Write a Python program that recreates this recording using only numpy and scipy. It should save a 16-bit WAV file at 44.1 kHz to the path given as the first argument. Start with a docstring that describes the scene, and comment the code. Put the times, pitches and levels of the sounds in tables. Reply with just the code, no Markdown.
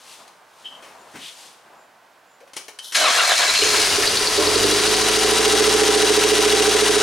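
"""Clicks and shuffling, a grinding starter, then a throbbing engine with ticking valves and a faint whine.
A four-cylinder petrol car is started in a garage, with two microphones close to the engine bay.
Engine pulses follow one crank cycle and excite air and metal resonances; the alternator is a gliding tone.
The starter is worn-tooth noise, strokes and howl that follow its motor; key and body noises are shaped
noise bursts and decaying tones, over a steady room murmur and hiss."""
import sys
import numpy as np
from scipy import signal
from scipy.fft import rfft, irfft
from scipy.io import wavfile

SR = 44100
rng = np.random.default_rng(int(sys.argv[2]) if len(sys.argv) > 2 else 0)


def int16_out(signal):
    """Quantize to a 16-bit WAV file."""
    q = np.round(np.clip(np.atleast_2d(signal).T, -1, 1) * 32767)
    wavfile.write(sys.argv[1], SR, q.astype(np.int16))


N = 309582
T = np.arange(N) / SR


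def undb(db):
    """Decibels to gain."""
    return 10 ** (np.asarray(db) / 20)


def unit(x):
    """Scale to rms 1."""
    return x / np.sqrt(np.mean(x ** 2))


def ramp(start, end):
    """Rises from 0 to 1 between two times in seconds."""
    return np.clip((T - start) / max(end - start, 1e-3), 0, 1)


def swell(s, half_length):
    """A smooth Gaussian bump of height 1; half_length is its standard deviation in seconds."""
    return np.exp(-((T - s) / half_length) ** 2 / 2)


def noise():
    """White noise."""
    return rng.standard_normal(N)


def walk(rate):
    """A random wander through straight lines between knots, `rate` knots per second."""
    knots = rng.standard_normal(4096)
    return 1.08 * np.interp(T * rate, np.arange(len(knots)), knots)


def convolve(x, response):
    """Pass a sound through an impulse response."""
    return signal.oaconvolve(x, response)[:N]


def colour(x, points, size=8192):
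    """Causal minimum-phase filter through (hz, db) points."""
    hz, db = np.transpose(points)
    bins_hz = np.arange(size // 2 + 1) * SR / size
    log_gain = np.log(undb(np.interp(np.log(bins_hz + 1), np.log(hz), db)))
    # folding the cepstrum forward in time makes the filter causal
    cepstrum = irfft(log_gain)
    cepstrum[1:size // 2] *= 2
    cepstrum[size // 2 + 1:] = 0
    return convolve(x, irfft(np.exp(rfft(cepstrum))))


def resonate(x, hz, width):
    """One resonance with gain 1 at its centre."""
    return signal.lfilter(*signal.iirpeak(hz, hz / width, fs=SR), x)


def resonate_twice(x, hz, width):
    """The same resonance passed twice, for steeper sides."""
    return resonate(resonate(x, hz, width), hz, width)


def band(hz, width):
    """Noise of rms 1 in one steep resonance."""
    return unit(resonate_twice(noise(), hz, width))


def tail(t60, size=32768):
    """Dense decaying echoes of unit energy; t60 in seconds."""
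    response = rng.standard_normal(size) * undb(-60 * np.arange(size) / SR / t60)
    return response / np.linalg.norm(response)


def pulses(times, sizes):
    """Impulses at the given times in seconds."""
    samples = np.clip(np.round(np.asarray(times) * SR).astype(int), 0, N)
    return np.bincount(samples, sizes, N + 1)[:N]


def each_cycle(cycle, place, db, scatter_db, jitter_s, count=128):
    """One impulse whenever the engine passes a place in its cycle."""
    chance = rng.standard_normal((count, 2))
    times = np.interp(np.arange(count) + place, cycle, T, right=2 * T[-1])
    return pulses(times + jitter_s * chance[:, 0], undb(db + scatter_db * chance[:, 1]))


# air box resonances: centre_hz, width_hz, level_db
AIRBOX = [(326, 52, -5), (379, 47, -8), (416, 62, 3.5), (494, 30, -13), (585, 20, -15), (712, 50, -19)]


def airbox(x):
    """The intake booms in a few broad resonances that swell and die within a firing or two."""
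    return sum(undb(db) * resonate_twice(x, hz, width) for hz, width, db in AIRBOX)


# intake gulps of one cycle: place (0-1 of a cycle), level_db
GULPS = [(.165, -6.5), (.299, -10), (.532, -6.5), (.666, -.5), (.792, -5.5), (.903, -8), (.948, -7.5)]
# the idle valve opens once and pulls the engine up to speed
SURGE_START_S, SURGE_ATTACK_S, SURGE_HOLD_S, SURGE_RELEASE_S = 4.33, 0.1, 0.22, 0.2
SURGE_OPEN_S = SURGE_START_S + SURGE_ATTACK_S
SURGE_CLOSES_S = SURGE_OPEN_S + SURGE_HOLD_S
SURGE_END_S = SURGE_CLOSES_S + SURGE_RELEASE_S
# after the surge the intake falls back, then fills again as the firings settle
SETTLED_S, FALLBACK_DB = 5.68, -2
# while the idle valve is open, the firings drone in the inlet pipe
DRONE_HZ, DRONE_WIDTH_HZ, DRONE_DB = 309, 27, -12.5


def intake(cycle, intake_db, surge):
    """Unequal gulps throb once a cycle; until they settle, even firings and pipe rebounds mix in."""
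    gulps = sum(each_cycle(cycle, place, db, scatter_db=1, jitter_s=.00003) for place, db in GULPS)
    unsettled = (1 - ramp(SURGE_END_S, SETTLED_S)) * (1 - .65 * surge)
    even = sum(each_cycle(cycle, 0.166 + k / 4, -7, scatter_db=2.5, jitter_s=.00008) for k in range(4))
    # the inlet pipe rings back between the firings
    rebounds = sum(each_cycle(cycle, .299 + k / 4, -11, scatter_db=2.5, jitter_s=.0003) for k in range(4))
    boom = unit(airbox(gulps * (1 - .6 * unsettled) + (even + rebounds) * unsettled))
    rush = unit(colour(noise(), [(40, -49), (140, -33), (250, -13), (400, 1.5), (500, -12.5),
                                 (800, -29), (2000, -50.0)]))
    rush = undb(-12.5 + 2 * unsettled) * rush
    drone = undb(DRONE_DB) * surge * unit(resonate_twice(even, DRONE_HZ, DRONE_WIDTH_HZ))
    fallback_db = FALLBACK_DB * unsettled * ramp(SURGE_CLOSES_S, SURGE_END_S)
    return (boom + drone + rush) * undb(intake_db + fallback_db) * ramp(3.58, 3.72)


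# hardest of the first ragged firings: start_s, level_db
CATCHES = [(3.482, -26), (3.589, -25), (3.623, -13), (3.655, -17), (3.74, -13.5), (3.789, -17), (3.86, -33),
           (3.983, -12), (4.085, -22), (4.284, -22), (4.379, -11.5), (4.404, -10)]
# weaker firings between them follow the crank
RAGGED_START_S, RAGGED_END_S, RAGGED_DB, RAGGED_SCATTER_DB = 3.6, 4.4, -25, 4.5


def catches(cycle):
    """The first ragged firings: each barks in the air box and thumps in the exhaust."""
    times, db = np.transpose(CATCHES)
    weak = sum(each_cycle(cycle, k / 4, RAGGED_DB, RAGGED_SCATTER_DB, jitter_s=0.00185) for k in range(4))
    weak = weak * (T > RAGGED_START_S) * (T < RAGGED_END_S)
    bark_peak = np.abs(airbox(pulses([0], [1.]))).max()
    bark = airbox(pulses(times, undb(db)) + weak) / bark_peak
    # the thumps differ far less in strength than the barks
    blows = pulses(times, undb(0.16 * db)) + undb(1.0) * weak
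    thump = resonate(resonate(blows, 110, 48), 78, 46)
    thump = signal.sosfilt(signal.butter(5, (48, 116), "bandpass", fs=SR, output="sos"), thump)
    return undb(-4.5) * bark + undb(16.0) * thump


# exhaust boom: multiple (of the firing rate), level_db
BOOM = [(1, -1), (2, -2.5), (3, -14.5), (4, -1)]


def exhaust(cycle, boom_db):
    """Smooth firing harmonics; all but the second come up as the speed rises."""
    risen = .2 + .8 * ramp(4.43, 5.0)
    boom = 0
    for multiple, db in BOOM:
        tone = undb(db) * np.sin(2 * np.pi * 4 * multiple * cycle)
        boom = boom + tone * (1 if multiple == 2 else risen)
    return undb(boom_db + .8 * walk(14)) * boom * ramp(3.57, 3.65)


# valve ticks of one cycle: place (0-1 of a cycle), level_db
TICKS = [(.153, 0), (.175, -4), (.225, 1), (.285, -3), (.395, -6), (.49, -1), (.517, -2), (.545, -3),
         (.62, -6), (.92, -2), (.975, -4)]
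# chain and belt noise over one cycle: place (0-1 of a cycle), level_db
CHAIN = [(.06, -.5), (.2, -1.5), (.39, 0), (.58, .5), (.72, -3.5), (.82, -3.5), (.91, -1)]
# spectrum of the valve gear: frequency_hz, level_db
VALVE_COLOUR = [(30, -56), (150, -32), (310, -19), (520, -7), (635, -4), (775, -2), (845, -8.5),
                (1020, -0.5), (1110, -4), (1310, -3.5), (3520, -5), (3830, -4.5), (5320, -6.5),
                (6050, -5.5), (7490, -10), (9540, -8.5), (11500, -22.5), (13000, -28), (15700, -45)]
# valve cover, ringing at every tick: centre_hz, width_hz, level_db
COVER = [(990, 35, -4), (1330, 50, -3), (1960, 60, -3), (2850, 70, 0), (3350, 40, -4), (3880, 170, -1),
         (5900, 150, -6)]
COVER_DB = -9.5


def valve_gear(cycle, gear_db):
    """Valves tick with a metallic ring and a dry crack, over chain and belt noise that swells with cam load."""
    blows = [each_cycle(cycle, place, db, scatter_db=3, jitter_s=.00012) for place, db in TICKS]
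    ring = sum(convolve(blow, tail(t60=.025)) for blow in blows)
    crack = noise() * convolve(sum(blows), undb(-60 * T[:2048] / .022))
    ticks = unit(colour(unit(ring) + unit(crack), [(500, -21), (1500, -17.5), (3000, -4.0),
                                                   (10000, -12.5), (14000, 8.5)]))
    place, db = np.transpose(CHAIN)
    load = undb(np.interp(cycle, place, db, period=1))
    rattle = unit(load * noise() * undb(0.37 * walk(500)))
    link_knocks = unit(load * links(cycle))
    clatter = unit(colour(.88 * ticks + .68 * rattle + .8 * undb(-2) * link_knocks, VALVE_COLOUR))
    cover = unit(sum(undb(db) * resonate(ring + crack, hz, width) / np.sqrt(width)
                     for hz, width, db in COVER))
    return unit(clatter + undb(COVER_DB) * cover) * undb(gear_db) * np.sqrt(ramp(3.58, 3.78))


def links(cycle, count=72):
    """Chain links and followers knock, small and dry, at the same places in every cycle."""
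    chance = rng.standard_normal((count, 2))
    knocks = [each_cycle(cycle, (k + .3 * shift) / count, 3 * size, scatter_db=1.5, jitter_s=.00002)
              for k, (shift, size) in enumerate(chance)]
    # twelve different short rings are shared among the knocks
    return sum(convolve(sum(knocks[k::12]), tail(.006, size=512)) for k in range(12))


# nearest injector opening and shutting: place (0-1 of a cycle), level_db
INJECTOR = [(.168, -2), (.466, 0), (.49, -2)]
INJECTOR_DB = -38.5


def injector(cycle):
    """The nearest injector opens and shuts with thin, bright ticks at fixed places in the cycle."""
    blows = sum(each_cycle(cycle, place, db, scatter_db=2, jitter_s=.0001) for place, db in INJECTOR)
    tick = noise() * convolve(blows, undb(-60 * T[:2048] / .026))
    tick = unit(colour(tick, [(2000, -31), (6000, -26), (9500, 17), (11500, -16), (15500, -7)]))
    return undb(INJECTOR_DB) * tick * ramp(3.4, 7.7)


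LIFTER_DB, LIFTER_START_S, LIFTER_OILED_S = -1, 4.0, 5.9


def dry_lifter(cycle):
    """One dry lifter clacks once a cycle, fading as oil pressure reaches it."""
    blows = each_cycle(cycle, .635, 0, scatter_db=1, jitter_s=.0001)
    clack = noise() * convolve(blows, undb(-60 * T[:4096] / .075))
    clack = resonate_twice(clack, 4300, 1300)
    return undb(LIFTER_DB) * clack * (T > LIFTER_START_S) * (1 - ramp(LIFTER_START_S, LIFTER_OILED_S))


WHINE_PER_CYCLE = 56.4  # cycles of the whine per engine cycle
BRACKET_HZ, BRACKET_WIDTH_HZ, BRACKET_DB = 586, 34, 21


def alternator(cycle, firing_hz, whine_db):
    """The belt-driven rotor whines well above the firing rate, louder where its bracket resonates."""
    hz = WHINE_PER_CYCLE * firing_hz / 4
    bracket_db = BRACKET_DB / (1 + (2 * (hz - BRACKET_HZ) / BRACKET_WIDTH_HZ) ** 2)
    tone = np.sin(2 * np.pi * WHINE_PER_CYCLE * cycle + .7 * walk(28))
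    return tone * undb(whine_db + bracket_db + 3 * walk(9)) * ramp(3.6, 3.8)


# loose metal knocks: start_s, centre_hz, width_hz, level_db
KNOCKS = [(3.548, 2920, 1790, -16.5), (3.622, 2720, 700, -20), (3.642, 6450, 500, -20),
          (3.742, 1410, 1200, -20), (4.032, 1695, 1300, -20.5)]
KNOCK_T60_S = 0.14


def knocks():
    """Loose metal knocks, each in its own register, while the engine shakes."""
    out = 0
    for s, hz, width, db in KNOCKS:
        decay_db = -60 * np.maximum(T - s, 0) / KNOCK_T60_S
        out = out + band(hz, width) * undb(db + decay_db) * ramp(s, s + 0.0023)
    return out


SUCK_S, SUCK_HALF_LENGTH_S, SUCK_DB = 4.46, 0.12, -29


def suck():
    """A hollow rush of air is sucked past the idle valve as it opens."""
    air = unit(colour(noise(), [(300, -27), (580, 3), (820, -6), (1050, 6), (1500, -15), (3000, -46)]))
    return undb(SUCK_DB) * swell(SUCK_S, SUCK_HALF_LENGTH_S) * air


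# compressions that load the starter: centre_s, half_length_s, growl_db
COMPRESSIONS = [(3.065, 0.041, -21), (3.207, 0.033, -24.5), (3.321, 0.019, -25), (3.432, 0.024, -24.5),
                (3.505, 0.013, -35)]
# pinion slamming in, then spun up as the engine catches: centre_s, half_length_s, added_db
GEAR_FLARES = [(2.94, 0.017, 5), (3.832, 0.076, 2)]
# tooth rate, sagging in compressions and racing once the engine fires: time_s, tooth_rate_hz
MESH = [(2.95, 900), (3.0, 1650), (3.05, 1330), (3.085, 1060), (3.12, 1300), (3.155, 1720), (3.18, 1600),
        (3.21, 1320), (3.245, 1400), (3.285, 1930), (3.33, 1530), (3.39, 1900), (3.435, 1560), (3.5, 2000),
        (3.8, 2100)]
# ring gear and bell housing resonances: centre_hz, width_hz, level_db
HOUSING = [(1310, 60, -5), (1645, 90, -3), (2285, 70, 2.5), (2660, 110, -4), (4268, 60, 5), (5240, 60, -1),
           (6600, 150, -6), (7190, 150, -6)]
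# spectra of the grind, the growl and the coasting motor: frequency_hz, level_db
STARTER_COLOUR = [(30, -58), (150, -44), (1000, -16), (1700, 1.5), (2400, 0.5), (3300, 1), (4300, 4),
                  (5800, 3), (7300, 0.5), (8200, -2), (9500, -2), (12000, -13), (15700, -25)]
GROWL_COLOUR = [(30, -48), (130, -52), (230, -23.5), (400, -12), (560, -5), (720, 3), (850, -7), (1050, 0),
                (1350, -2.5), (2000, -11.5), (2600, -29), (4400, -69)]
COAST_COLOUR = [(3000, -14), (4200, -15), (4750, -3.5), (5300, -11), (6200, -15), (9200, -18.5),
                (10200, -15.5), (11500, -23), (15000, -35)]
PINION_TEETH, STROKES_PER_TURN, STROKE_SCATTER_DB, STROKE_T60_S = 10, 4, 4, .012
# the teeth bite a little ahead of each compression
STARTER_DB, BITE_DB, BITE_LEAD_S, FREE_GROWL_DB = -18, -0.7, 0.0083, -32
# overtone regions that flare: spacing, width, spread and knots per second
FLARE_STEP_HZ, FLARE_WIDTH_HZ, FLARE_SPREAD_DB, FLARE_RATE = 200, 140, 4.5, 30
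# the housing rings in fits and stops as the pinion is thrown out
RING_SPREAD_DB, RING_RATE, THROWN_OUT_S = 2, 35, 3.87
GROAN_S, GROAN_HALF_LENGTH_S, GROAN_DB = 3.02, .05, -28
SHRIEK_S, SHRIEK_HALF_LENGTH_S, SHRIEK_HZ, SHRIEK_WIDTH_HZ, SHRIEK_DB = 3.595, 0.03, 4200, 300, -21


def starter():
    """Pinion teeth grind on the ring gear; each compression drags the motor down and makes it growl."""
    bite = sum(swell(s - BITE_LEAD_S, length) for s, length, _ in COMPRESSIONS)
    gear_db = STARTER_DB + BITE_DB * bite + sum(db * swell(s, length) for s, length, db in GEAR_FLARES)
    growl_gain = undb(FREE_GROWL_DB) + sum(undb(db) * swell(s, length) for s, length, db in COMPRESSIONS)
    turns = np.cumsum(np.interp(T, *np.transpose(MESH))) / SR / PINION_TEETH
    # the same worn teeth come round on every turn, so their overtones glide with the motor
    wear = rng.standard_normal(256)
    wear_place = np.arange(len(wear)) / len(wear)
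    mesh = unit(np.interp(turns + .022 * walk(70), wear_place, wear, period=1))
    stroke_times = np.flatnonzero(np.diff(np.floor(turns * STROKES_PER_TURN))) / SR
    chance = rng.standard_normal((len(stroke_times), 2))
    blows = pulses(stroke_times + .0002 * chance[:, 0], undb(STROKE_SCATTER_DB * chance[:, 1]))
    stroke_envelope = convolve(blows, undb(-60 * T[:1024] / STROKE_T60_S))
    grind = .45 * mesh + unit(noise() * stroke_envelope)
    # the tooth contact keeps shifting, so one overtone region after another flares up
    flares = sum(resonate_twice(noise(), hz, FLARE_WIDTH_HZ) * undb(FLARE_SPREAD_DB * walk(FLARE_RATE))
                 for hz in np.arange(600, 4400, FLARE_STEP_HZ))
    ring = 0
    for hz, width, db in HOUSING:
        fits = undb(db + RING_SPREAD_DB * walk(RING_RATE))
        ring = ring + fits * resonate(resonate(noise(), hz, width), hz, 2 * width)
    ring = unit(ring) * (1 - ramp(THROWN_OUT_S - .08, THROWN_OUT_S + .03))
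    grind = unit(grind) + undb(-3) * unit(flares) * (.5 + .7 * np.minimum(bite, 1))
    gear = undb(-1.5) * unit(colour(grind, STARTER_COLOUR)) + undb(-9 + 4.5 * ramp(3.3, 3.5)) * ring
    growl = growl_gain * unit(colour(noise() * stroke_envelope, GROWL_COLOUR))
    # the heavy motor groans as it takes up the load
    groan = unit(colour(grind, [(100, -42), (215, -7.0), (300, 0.5), (420, -7), (700, 9.5), (1200, -43)]))
    groan = undb(GROAN_DB) * swell(GROAN_S, GROAN_HALF_LENGTH_S) * groan
    # thrown out, the motor coasts
    whirr = undb(-22.0) * unit(colour(noise(), COAST_COLOUR)) * ramp(3.3, 3.97) * (1 - ramp(3.25, 6.57))
    # the overrun pinion shrieks as the engine catches
    shriek = undb(SHRIEK_DB) * swell(SHRIEK_S, SHRIEK_HALF_LENGTH_S) * band(SHRIEK_HZ, SHRIEK_WIDTH_HZ)
    engaged = ramp(2.943, 2.955) * np.sqrt(1 - ramp(3.32, 4.065))
    return (gear * undb(gear_db) + howl(turns, bite) + growl + groan) * engaged + shriek + whirr


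HOWL_DB, HOWL_OCTAVE_DB, HOWL_ROUGH_RADIANS = -21, -6, .35


def howl(turns, bite):
    """Loaded teeth howl at their meshing rate, a rough note that bends with the motor in each compression."""
    phase = 2 * np.pi * PINION_TEETH * turns + HOWL_ROUGH_RADIANS * walk(400)
    tone = np.sin(phase) + undb(HOWL_OCTAVE_DB) * np.sin(2 * phase)
    tone = tone * np.minimum(bite, 1) * (1 - ramp(3.45, 3.49)) * undb(2.5 * walk(120))
    return undb(HOWL_DB) * (tone + .7 * convolve(tone, tail(.08)))


# key, lock, relay and solenoid clicks: start_s, snap_db, knock_db, keys_db (before a 3 dB lift), t60_s
CLICKS = [(.2, -56, -55, -72, 0.11), (0.278, -43, -47, -72, 0.035), (.644, -60, -58, -44, .06),
          (0.655, -56, -50, -36, 0.065), (0.671, -57, -53, -40, .06), (.71, -62, -58, -50, .06),
          (.748, -64, -58, -46, .06), (.824, -49, -46, -54, 0.56), (1.156, -45, -37.5, -50, 0.11),
          (2.404, -55, -52, -66, .12), (2.475, -55, -51, -70, 0.13), (2.534, -38.5, -46, -59, 0.078),
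          (2.561, -42, -52, -60, 0.046), (2.566, -27, -32, -44, 0.1), (2.682, -37, -37.5, -54, 0.11),
          (2.788, -31.5, -56, -40, 0.062), (2.922, -30, -46, -45, 0.76), (2.948, -21.5, -37, -28, 0.39)]
# ring of the keys: pitch_hz, t60_s, level_db
KEYS = [(2700, .1, -7.5), (3020, .1, 0), (3075, .15, 0), (3160, .12, -1), (3260, .09, -4), (3500, .1, -15),
        (3810, .09, -16), (5173, .12, -19)]
# spectra of the snap and the knock: frequency_hz, level_db
SNAP_COLOUR = [(590, -67), (1000, -3.5), (2120, -1), (2690, -2), (3090, -4), (5900, 0.5), (7520, -8.5),
               (9580, -3.5), (15700, -30)]
KNOCK_COLOUR = [(25, -70), (60, -48), (130, -37), (300, 0), (540, 4.5), (750, 0), (1400, -2), (2500, 1.5),
                (5000, -21)]


def clicks():
    """Each click is a bright snap and a dull knock, and may set the keys ringing; the garage answers."""
    snap, knock = unit(colour(noise(), SNAP_COLOUR)), unit(colour(noise(), KNOCK_COLOUR))
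    out = np.zeros(N)
    age = np.arange(SR // 2) / SR
    for s, snap_db, knock_db, ring_db, t60 in CLICKS:
        span = slice(int(s * SR), int(s * SR) + SR // 2)
        ring = 0
        for hz, ring_t60, db in KEYS:
            shifted_hz = hz * (1 + .008 * rng.standard_normal())
            tone = np.sin(2 * np.pi * shifted_hz * age + rng.uniform(0, 2 * np.pi))
            ring = ring + undb(db - 60 * age / ring_t60) * tone
        click = (undb(snap_db) * snap[span] + undb(knock_db) * knock[span]) * undb(-60 * age / t60)
        out[span] += click + undb(ring_db + 3.0) * ring * (1 - np.exp(-age / 0.0014))
    return out + undb(-4.0) * convolve(out, tail(t60=0.35))


THUNK_S, THUNK_HZ, THUNK_WIDTH_HZ, THUNK_DB, THUNK_T60_S = 2.406, 545, 150, -42.5, 0.24


def thunk():
    """A short hollow knock of resonant noise as the ignition lock turns."""
    body = band(THUNK_HZ, THUNK_WIDTH_HZ)
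    decay_db = -60 * np.maximum(T - THUNK_S, 0) / THUNK_T60_S
    return body * undb(THUNK_DB + decay_db) * ramp(THUNK_S - .001, THUNK_S + .002)


def bump():
    """Someone's weight lands softly against the car: a dull decaying thud."""
    thud = unit(colour(noise(), [(25, -36), (50, -21), (90, -15), (170, -2.0), (300, -2), (800, -13),
                                 (2000, -5.5), (5000, -39)]))
    return undb(-41.0 - 60 * np.maximum(T - 1.16, 0) / 0.37) * thud * ramp(1.135, 1.15)


SCRAPE_S, SCRAPE_HALF_LENGTH_S, SCRAPE_HZ, SCRAPE_WIDTH_HZ, SCRAPE_DB = 1.26, 0.039, 3170, 1300, -40


def scrape():
    """A short, gritty scrape just after the bump: a noise band of jittering level."""
    grit = undb(SCRAPE_DB + 3 * walk(300))
    return grit * swell(SCRAPE_S, SCRAPE_HALF_LENGTH_S) * band(SCRAPE_HZ, SCRAPE_WIDTH_HZ)


# spectrum of the fuel pump: frequency_hz, level_db
PUMP_COLOUR = [(80, -38), (500, -24), (2850, -25), (3050, 1), (3300, -5), (3900, -2), (4700, -12),
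               (5900, -6), (7200, -18), (10500, -8), (15000, -29)]


def fuel_pump():
    """The pump gives a brief thin rasp, gone as the starter engages."""
    buzz = unit(colour(noise() * undb(2 * walk(420)), PUMP_COLOUR))
    return undb(-37.5) * buzz * ramp(2.82, 2.845) * (1 - ramp(2.88, 2.99))


# movements before the start, at full strength from hold_start_s, after the rise:
# hold_start_s, rise_s, hold_s, fade_s, rustle_db, scuff_db
MOVES = [(.11, 0.12, .03, 0.085, -44, -51.5), (0.194, .03, .02, 0.19, -58, -49.5),
         (0.607, 0.086, 0.049, 0.18, -53.5, -53), (0.727, 0.033, 0.33, 0.22, -59, -48),
         (1.24, 0.086, 0.039, 0.099, -41.5, -60), (1.39, 0.039, 0.071, 0.084, -45.5, -53.5),
         (1.672, 0.12, 0.075, 0.15, -65, -51.5)]
# spectra of the cloth and of dull scuffing: frequency_hz, level_db
RUSTLE_COLOUR = [(1060, -57), (1800, -8), (2660, -3), (3620, -1.5), (4620, -3.5), (9810, -8), (13800, -21),
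                 (15700, -30)]
SCUFF_COLOUR = [(25, -56), (60, -27), (150, -14.5), (350, -10), (700, -2.5), (1050, -2.5), (1500, -9),
                (3000, -22), (5000, -41)]


def shuffling():
    """Each movement swells, holds and fades: cloth rustles in fine grains over dull scuffing."""
    rustle_power, scuff_power = 0, 0
    for hold_start, rise, hold, fade, rustle_db, scuff_db in MOVES:
        before, after = np.maximum(hold_start - T, 0), np.maximum(T - hold_start - hold, 0)
        motion = np.exp(-before / rise - after / fade)
        rustle_power = rustle_power + (undb(rustle_db) * motion) ** 2
        scuff_power = scuff_power + (undb(scuff_db) * motion) ** 2
    rustle = unit(colour(noise() * undb(0.58 * walk(400)), RUSTLE_COLOUR)) * np.sqrt(rustle_power)
    scuff = unit(colour(noise(), SCUFF_COLOUR)) * np.sqrt(scuff_power) * undb(0.75 * walk(26.3))
    return rustle + scuff


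# faint high chirps: centre_s, half_length_s, level_db
CHIRPS = [(1.02, .04, -64), (1.818, .04, -66), (2.33, .04, -66)]


def chirps():
    """Thin, faint, high chirps of narrow-band noise."""
    gain = sum(undb(db) * swell(s, length) for s, length, db in CHIRPS)
    return gain * unit(resonate(resonate(noise(), 7160, 220), 7200, 220))


# spectrum of the room hiss: frequency_hz, level_db
HISS_COLOUR = [(880, -44), (1500, -3), (1720, -10), (2050, -11.5), (5440, -19), (7230, -21.5), (15700, -29)]
ROOM_MURMUR_DB, ROOM_HISS_DB = -55, -59


def room_tone():
    """The garage murmurs and hisses steadily: two coloured noises."""
    murmur = undb(ROOM_MURMUR_DB) * unit(colour(noise(), SCUFF_COLOUR))
    return murmur + undb(ROOM_HISS_DB) * unit(colour(noise(), HISS_COLOUR))


# colour of the side echoes at the two microphones: frequency_hz, level_db (side minus mid)
WIDTH = [(60, -25), (200, -18), (400, -16.5), (700, -10), (2400, -11.5), (8000, -11.5), (11000, -27),
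         (15000, -93)]


def stereo(x, balance):
    """Echoes from the car body and the garage walls reach the two microphones differently."""
    side = colour(convolve(x, .5 * tail(.03) + .87 * tail(.45)), WIDTH)
    return np.array([colour(x + sign * side, [(hz, sign * db / 2) for hz, db in balance])
                     for sign in (1, -1)])


# how each part follows the engine: idle_db, speed_db (per doubling), surge_db (added)
GEAR_LAW = (-19, 5.6, 0)
INTAKE_LAW = (-21, 25.6, 6.3)
BOOM_LAW = (-38, 8.7, 8.7)
WHINE_LAW = (-31.5, 45, 1.9)
IDLE_HZ = 56  # firings per second


def follow(law, firing_hz, surge):
    """Level in dB of an engine part: louder with speed and with effort."""
    idle_db, speed_db, surge_db = law
    return idle_db + speed_db * np.log2(firing_hz / IDLE_HZ) + surge_db * surge


# crank speed, four firings to a cycle: time_s, firing_rate_hz
SPEED = [(3.6, 43.07), (3.85, 40.84), (4.1, 40.72), (4.3, 38.37), (4.6, 48.0), (4.85, 53.69), (5.2, 54.05),
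         (5.5, 56.15), (5.75, 56.84), (6.0, 55.83), (6.4, 55.84), (7.0, 55.18)]
# engine balance at the two microphones: frequency_hz, level_db (left minus right)
ENGINE_BALANCE = [(60, -1.5), (200, 1.5), (420, -5), (700, 3), (1300, 2.5), (4400, 0), (15000, 5.5)]


def scene():
    """Key and starter, then the engine, whose parts share the crank speed and one surge of effort."""
    firing_hz = np.interp(T, *np.transpose(SPEED))
    cycle = np.cumsum(firing_hz) / SR / 4
    surge = ramp(SURGE_START_S, SURGE_OPEN_S) - ramp(SURGE_CLOSES_S, SURGE_END_S)
    gear_db, intake_db, boom_db, whine_db = (follow(law, firing_hz, surge)
                                             for law in (GEAR_LAW, INTAKE_LAW, BOOM_LAW, WHINE_LAW))
    gas = intake(cycle, intake_db, surge) + suck() + catches(cycle) + exhaust(cycle, boom_db)
    metal = valve_gear(cycle, gear_db) + injector(cycle) + dry_lifter(cycle) + knocks()
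    metal = metal + alternator(cycle, firing_hz, whine_db)
    engine = stereo(gas + metal, ENGINE_BALANCE)
    cranking = stereo(starter(), [(200, -5.0), (1300, 2.5), (3000, 1.5), (15000, 1.0)])
    handling = clicks() + thunk() + bump() + scrape() + fuel_pump() + shuffling() + chirps()
    handling = stereo(handling, [(200, 0.19), (5000, 3.2)])
    return engine + cranking + handling + stereo(room_tone(), [(200, -1.5), (5000, -2.1)])


TOP_HZ = 15850


def record(dry):
    """The recorder rounds the highest peaks and cuts the top."""
    rounded = .9 * np.tanh(dry / .9)
    return signal.sosfilt(signal.ellip(12, .2, 80, TOP_HZ, fs=SR, output="sos"), rounded)


dry = scene()
out = record(dry)
int16_out(out)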